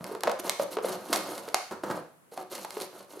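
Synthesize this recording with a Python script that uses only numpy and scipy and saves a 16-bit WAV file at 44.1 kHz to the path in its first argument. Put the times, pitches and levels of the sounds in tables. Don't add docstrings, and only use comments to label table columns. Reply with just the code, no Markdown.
import sys
import numpy as np
from scipy import signal
from scipy.fft import rfft, irfft
from scipy.io import wavfile

SR = 44100
rng = np.random.default_rng(int(sys.argv[2]) if len(sys.argv) > 2 else 0)


def wav_record(signal):
    frames = np.transpose(np.atleast_2d(signal))
    bounded = np.clip(frames, -1, 1)
    quanta = np.round(bounded * 32767).astype(np.int16)
    wavfile.write(sys.argv[1], SR, quanta)


N = 141120
T = np.arange(N) / SR
FFT_SIZE = 5 * 2 ** 15
HZ = np.maximum(np.arange(FFT_SIZE // 2 + 1) * SR / FFT_SIZE, 1)


def from_db(db):
    return 10 ** (np.asarray(db) / 20)


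def unit_rms(x):
    return x / np.sqrt(np.mean(x ** 2) + 1e-20)


def at_hz(points, hz=HZ):
    frequencies, values = np.transpose(points)
    return np.interp(np.log(hz), np.log(frequencies), values)


def decay(t, t60):
    return np.exp(-np.log(1000) * t / max(t60, 1e-4))


def resonances(modes, width_hz):
    return sum(db / (1 + (2 * (HZ - hz) / width_hz) ** 2) for hz, db in modes)


def colour(x, db):
    gain = unit_rms(from_db(db))
    cepstrum = irfft(np.log(gain + 1e-9))[:FFT_SIZE // 2]
    cepstrum[0] /= 2
    response = np.exp(rfft(2 * cepstrum, FFT_SIZE))
    return irfft(rfft(x, FFT_SIZE) * response)[..., :x.shape[-1]]


def bands(length, low_hz, count=7):
    centres = np.geomspace(low_hz, 15000, count)
    log_hz = np.log(np.arange(length // 2 + 1) * SR / length + 1)
    return [(hz, np.interp(log_hz, np.log(centres), share)) for hz, share in zip(centres, np.eye(count))]


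def add(track, start, sound):
    i = max(int(start * SR), 0)
    track[i:i + len(sound)] += sound[:N - i]


def contact(t60, size=4096, whitening=0.92):
    fall = decay(T[:size], t60)
    spectrum = rfft(rng.standard_normal(size) * fall)
    flurry = irfft(spectrum / (np.abs(spectrum) + 1e-12) ** whitening) * np.sqrt(fall)
    return .5 * unit_rms(flurry) * np.sqrt(np.mean(fall ** 2))


def judder(per_s, depth_db):
    knots = rng.standard_normal(4096)
    wavering = unit_rms(np.interp(T * per_s, np.arange(len(knots)), knots))
    return from_db(depth_db * wavering)


def clicks(per_s, spread_db):
    sizes = from_db(spread_db * np.minimum(rng.exponential(1, N), 4.5))
    signs = rng.choice([-1, 1], N)
    return unit_rms(sizes * signs * (rng.random(N) < per_s / SR))


# start in seconds, ring level in dB, panel pitch in Hz, clatter level in dB.
BOX_KNOCKS = [(.008, -26.5, 170, -36), (0.113, -23.5, 416, -50), (.1498, -24, 500, -27),
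              (0.2347, -21, 855, -16.5), (0.254, -37, 234, -48), (.2728, -20, 500, -13.5),
              (0.2774, -12.5, 547, -15.5), (0.2962, -20, 547, -16.5), (0.5965, -10, 565, -19),
              (0.7695, -16.5, 427, -18.5), (0.7858, -20.5, 502, -23), (0.8453, -13, 518, -26.5),
              (1.0985, -22.5, 317, -44), (1.129, -24, 1110, -14.5), (1.479, -26.5, 460, -29),
              (1.543, -16.5, 726, -17), (2.32, -34, 471, -40.5), (2.376, -24.5, 736, -30),
              (2.647, -29.5, 862, -27), (2.7686, -22.5, 423, -25), (3.171, -31, 394, -50)]
# frequency in Hz, relative gain in dB.
BOX_SPECTRUM = [(50, -27.5), (180, -19.5), (600, 4), (1250, 1), (1900, -11), (4000, -17.5), (8000, -30),
                (16000, -42)]
# frequency in Hz, boost in dB.
BOX_MODES = [(179, 3), (306, 4.5), (368, 7.5), (442, 2.5), (580, 4.5), (690, 7)]
BOX_MODE_WIDTH_HZ = 17


def box_knocks(ring_t60_s=0.041, attack_s=0.0015, clatter_t60_s=0.04, low_cut_hz=173):
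    panels, clatter = np.zeros(N), np.zeros(N)
    t = T[:SR // 4]
    envelope = decay(t, ring_t60_s) * (1 - np.exp(-t / attack_s))
    for start, ring_db, hz, clatter_db in BOX_KNOCKS:
        add(panels, start, from_db(ring_db) * np.sin(2 * np.pi * hz * t) * envelope)
        add(clatter, start, from_db(clatter_db) * contact(clatter_t60_s))
    panels = signal.sosfilt(signal.butter(2, low_cut_hz, "high", fs=SR, output="sos"), panels)
    return panels + colour(clatter, at_hz(BOX_SPECTRUM) + resonances(BOX_MODES, BOX_MODE_WIDTH_HZ))


# start in seconds, level in dB, 60 dB decay time in seconds.
PLASTIC_SNAPS = [(0.0428, -21, 0.0056), (0.066, -36.5, 0.017), (0.1502, -33, 0.01), (0.2073, -29, 0.013),
                 (0.235, -18, 0.017), (0.296, -30, 0.012), (.315, -25.5, 0.024), (0.4954, -7, 0.011),
                 (1.128, -16, 0.099), (1.135, -18.5, 0.02), (1.16, -17, 0.025), (1.3788, -28, 0.022),
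                 (1.4872, -29.5, 0.018), (1.5449, -5.5, 0.0078), (2.376, -31.5, 0.013), (2.551, -31, 0.046),
                 (2.58, -29, 0.0073), (2.648, -31, 0.032), (2.7065, -25, 0.012), (2.802, -25, 0.0092),
                 (3.1951, -35, 0.02)]
# frequency in Hz, relative gain in dB.
PLASTIC_SPECTRUM = [(70, -24), (200, -20.5), (750, 2.5), (2900, -1.5), (4500, 2.5), (7000, -1.5),
                    (12000, -2.5), (16500, -24)]
# frequency in Hz, boost in dB.
TRAY_MODES = [(1134, 4), (2140, 9.5), (2700, -0.5), (4230, 5)]
TRAY_MODE_WIDTH_HZ = 79


def plastic_snaps():
    cracks = np.zeros(N)
    for start, db, t60 in PLASTIC_SNAPS:
        add(cracks, start, from_db(db) * contact(t60))
    return colour(cracks, at_hz(PLASTIC_SPECTRUM) + resonances(TRAY_MODES, TRAY_MODE_WIDTH_HZ))


# start in seconds, length in seconds, drumming level in dB, crinkle level in dB.
SLIDE_STROKES = [(0, 0.19, -41, -55.5), (0.217, .1, -36, -60), (0.386, 0.023, -34.5, -41.5),
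                 (0.433, 0.076, -34, -40.5), (0.589, .06, -35, -39.5), (0.703, 0.059, -42.5, -43),
                 (0.82, 0.15, -35, -39.5), (0.938, 0.2, -46.5, -52.5), (1.085, 0.14, -35, -39.5),
                 (1.198, 0.21, -39.5, -46), (1.36, 0.19, -47.5, -53.5), (1.823, 0.19, -37, -51.5),
                 (2.31, 0.061, -52.5, -56), (2.36, 0.08, -41.5, -51.5), (2.498, 0.099, -43, -42.5),
                 (2.578, 0.083, -45, -46.5), (2.668, 0.21, -50, -51), (2.794, 0.058, -43, -42),
                 (2.907, 0.15, -48.5, -54), (3.079, 0.13, -49.5, -52.5)]
# frequency in Hz, relative gain in dB.
DRUMMING_SPECTRUM = [(50, -40), (170, -5.5), (550, 2.5), (1300, -5), (2200, -21.5), (16000, -40.5)]
CRINKLE_SPECTRUM = [(300, -30), (1200, -9), (3000, 2.5), (4500, 4), (7000, 0.5), (12500, 4), (16000, -22)]


def sliding_edges(swell_power=0.7):
    drumming_swell, crinkle_swell = np.zeros(N), np.zeros(N)
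    for start, length, drumming_db, crinkle_db in SLIDE_STROKES:
        speed = np.abs(np.sin(np.pi * T[:int(length * SR)] / length))
        strength = speed ** swell_power
        add(drumming_swell, start, from_db(drumming_db) * strength)
        add(crinkle_swell, start, from_db(crinkle_db) * strength)
    coarse = clicks(per_s=900, spread_db=0.5)
    drumming = drumming_swell * unit_rms(coarse * judder(per_s=83, depth_db=1.5))
    fine = irfft(sum(band * rfft(clicks(per_s=2500, spread_db=4)) for _, band in bands(N, low_hz=1197)))
    crinkle = crinkle_swell * unit_rms(fine * judder(per_s=110, depth_db=3))
    box_db = at_hz(DRUMMING_SPECTRUM) + resonances(BOX_MODES, BOX_MODE_WIDTH_HZ)
    tray_db = at_hz(CRINKLE_SPECTRUM) + resonances(TRAY_MODES, TRAY_MODE_WIDTH_HZ)
    return colour(drumming, box_db) + colour(crinkle, tray_db)


# start in seconds, level in dB, 60 dB decay time of the rattle in seconds.
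TRAY_LANDINGS = [(1.7106, -28, 0.21), (1.721, -30.5, 0.14), (1.8353, -24, 0.14), (1.9008, -23.5, 0.08),
                 (1.91, -19, 0.06)]
# frequency in Hz, relative gain in dB.
THUD_SPECTRUM = [(40, -32), (170, -5), (450, 0.5), (1450, -7), (2300, -23), (9000, -28), (16000, -38)]


def tray_landings():
    impacts = np.zeros(N)
    for start, db, t60 in TRAY_LANDINGS:
        add(impacts, start, from_db(db) * contact(t60))
    return colour(impacts, at_hz(THUD_SPECTRUM))


# frequency in Hz, reverberation time in seconds.
ROOM_T60 = [(150, 0.48), (400, 0.35), (3000, 0.53), (15000, 0.53)]
# frequency in Hz, tail against direct sound in dB before wet_db is added.
TAIL_LEVEL = [(60, 1), (300, -2.5), (2000, -3.5), (14000, -14)]
# frequency in Hz, the tail's side against its mid in dB.
TAIL_WIDTH = [(300, -10), (12000, 1)]
# frequency in Hz, left minus right in dB.
STEREO_BALANCE = [(600, -0.7), (6000, -0.4), (13000, -5)]


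def room(x, wet_db, delay_s=0.00088, build_s=0.0031):
    t = T[:SR // 2]
    noise, tail = rfft(rng.standard_normal((2, len(t)))), 0
    onset = np.clip((t - delay_s) / build_s, 0, 1)
    for hz, band in bands(len(t), low_hz=67):
        fall = onset * decay(t, at_hz(ROOM_T60, hz))
        tail = tail + irfft(noise * band) * fall / np.sqrt(np.sum(fall ** 2))
    mid, side = rfft(tail, FFT_SIZE) * from_db(at_hz(TAIL_LEVEL) + wet_db)
    ears = np.array([[1], [-1]])
    response = 1 + mid + ears * side * from_db(at_hz(TAIL_WIDTH))
    balance = from_db(ears * at_hz(STEREO_BALANCE) / 2)
    return irfft(rfft(x, FFT_SIZE) * response * balance)[:, :N]


# frequency in Hz, relative gain in dB.
AMBIENT_SPECTRUM = [(25, -34), (150, 5), (1200, -3), (5000, -21), (11000, -10.5), (16000, -22)]


def ambient_noise(mid_db=-65.5, side_over_mid_db=1):
    mid, side = colour(rng.standard_normal((2, N)), at_hz(AMBIENT_SPECTRUM))
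    return from_db(mid_db) * (mid + from_db(side_over_mid_db) * side * [[1], [-1]])


def scene():
    knocks = room(box_knocks(), wet_db=-0.5)
    snaps = room(plastic_snaps(), wet_db=1)
    slides_and_thuds = room(sliding_edges() + tray_landings(), wet_db=0)
    return knocks + snaps + slides_and_thuds + ambient_noise()


def record(dry, cutoff_hz=16300):
    return signal.sosfilt(signal.ellip(10, .2, 80, cutoff_hz, fs=SR, output="sos"), dry)


dry = scene()
out = record(dry)
wav_record(out)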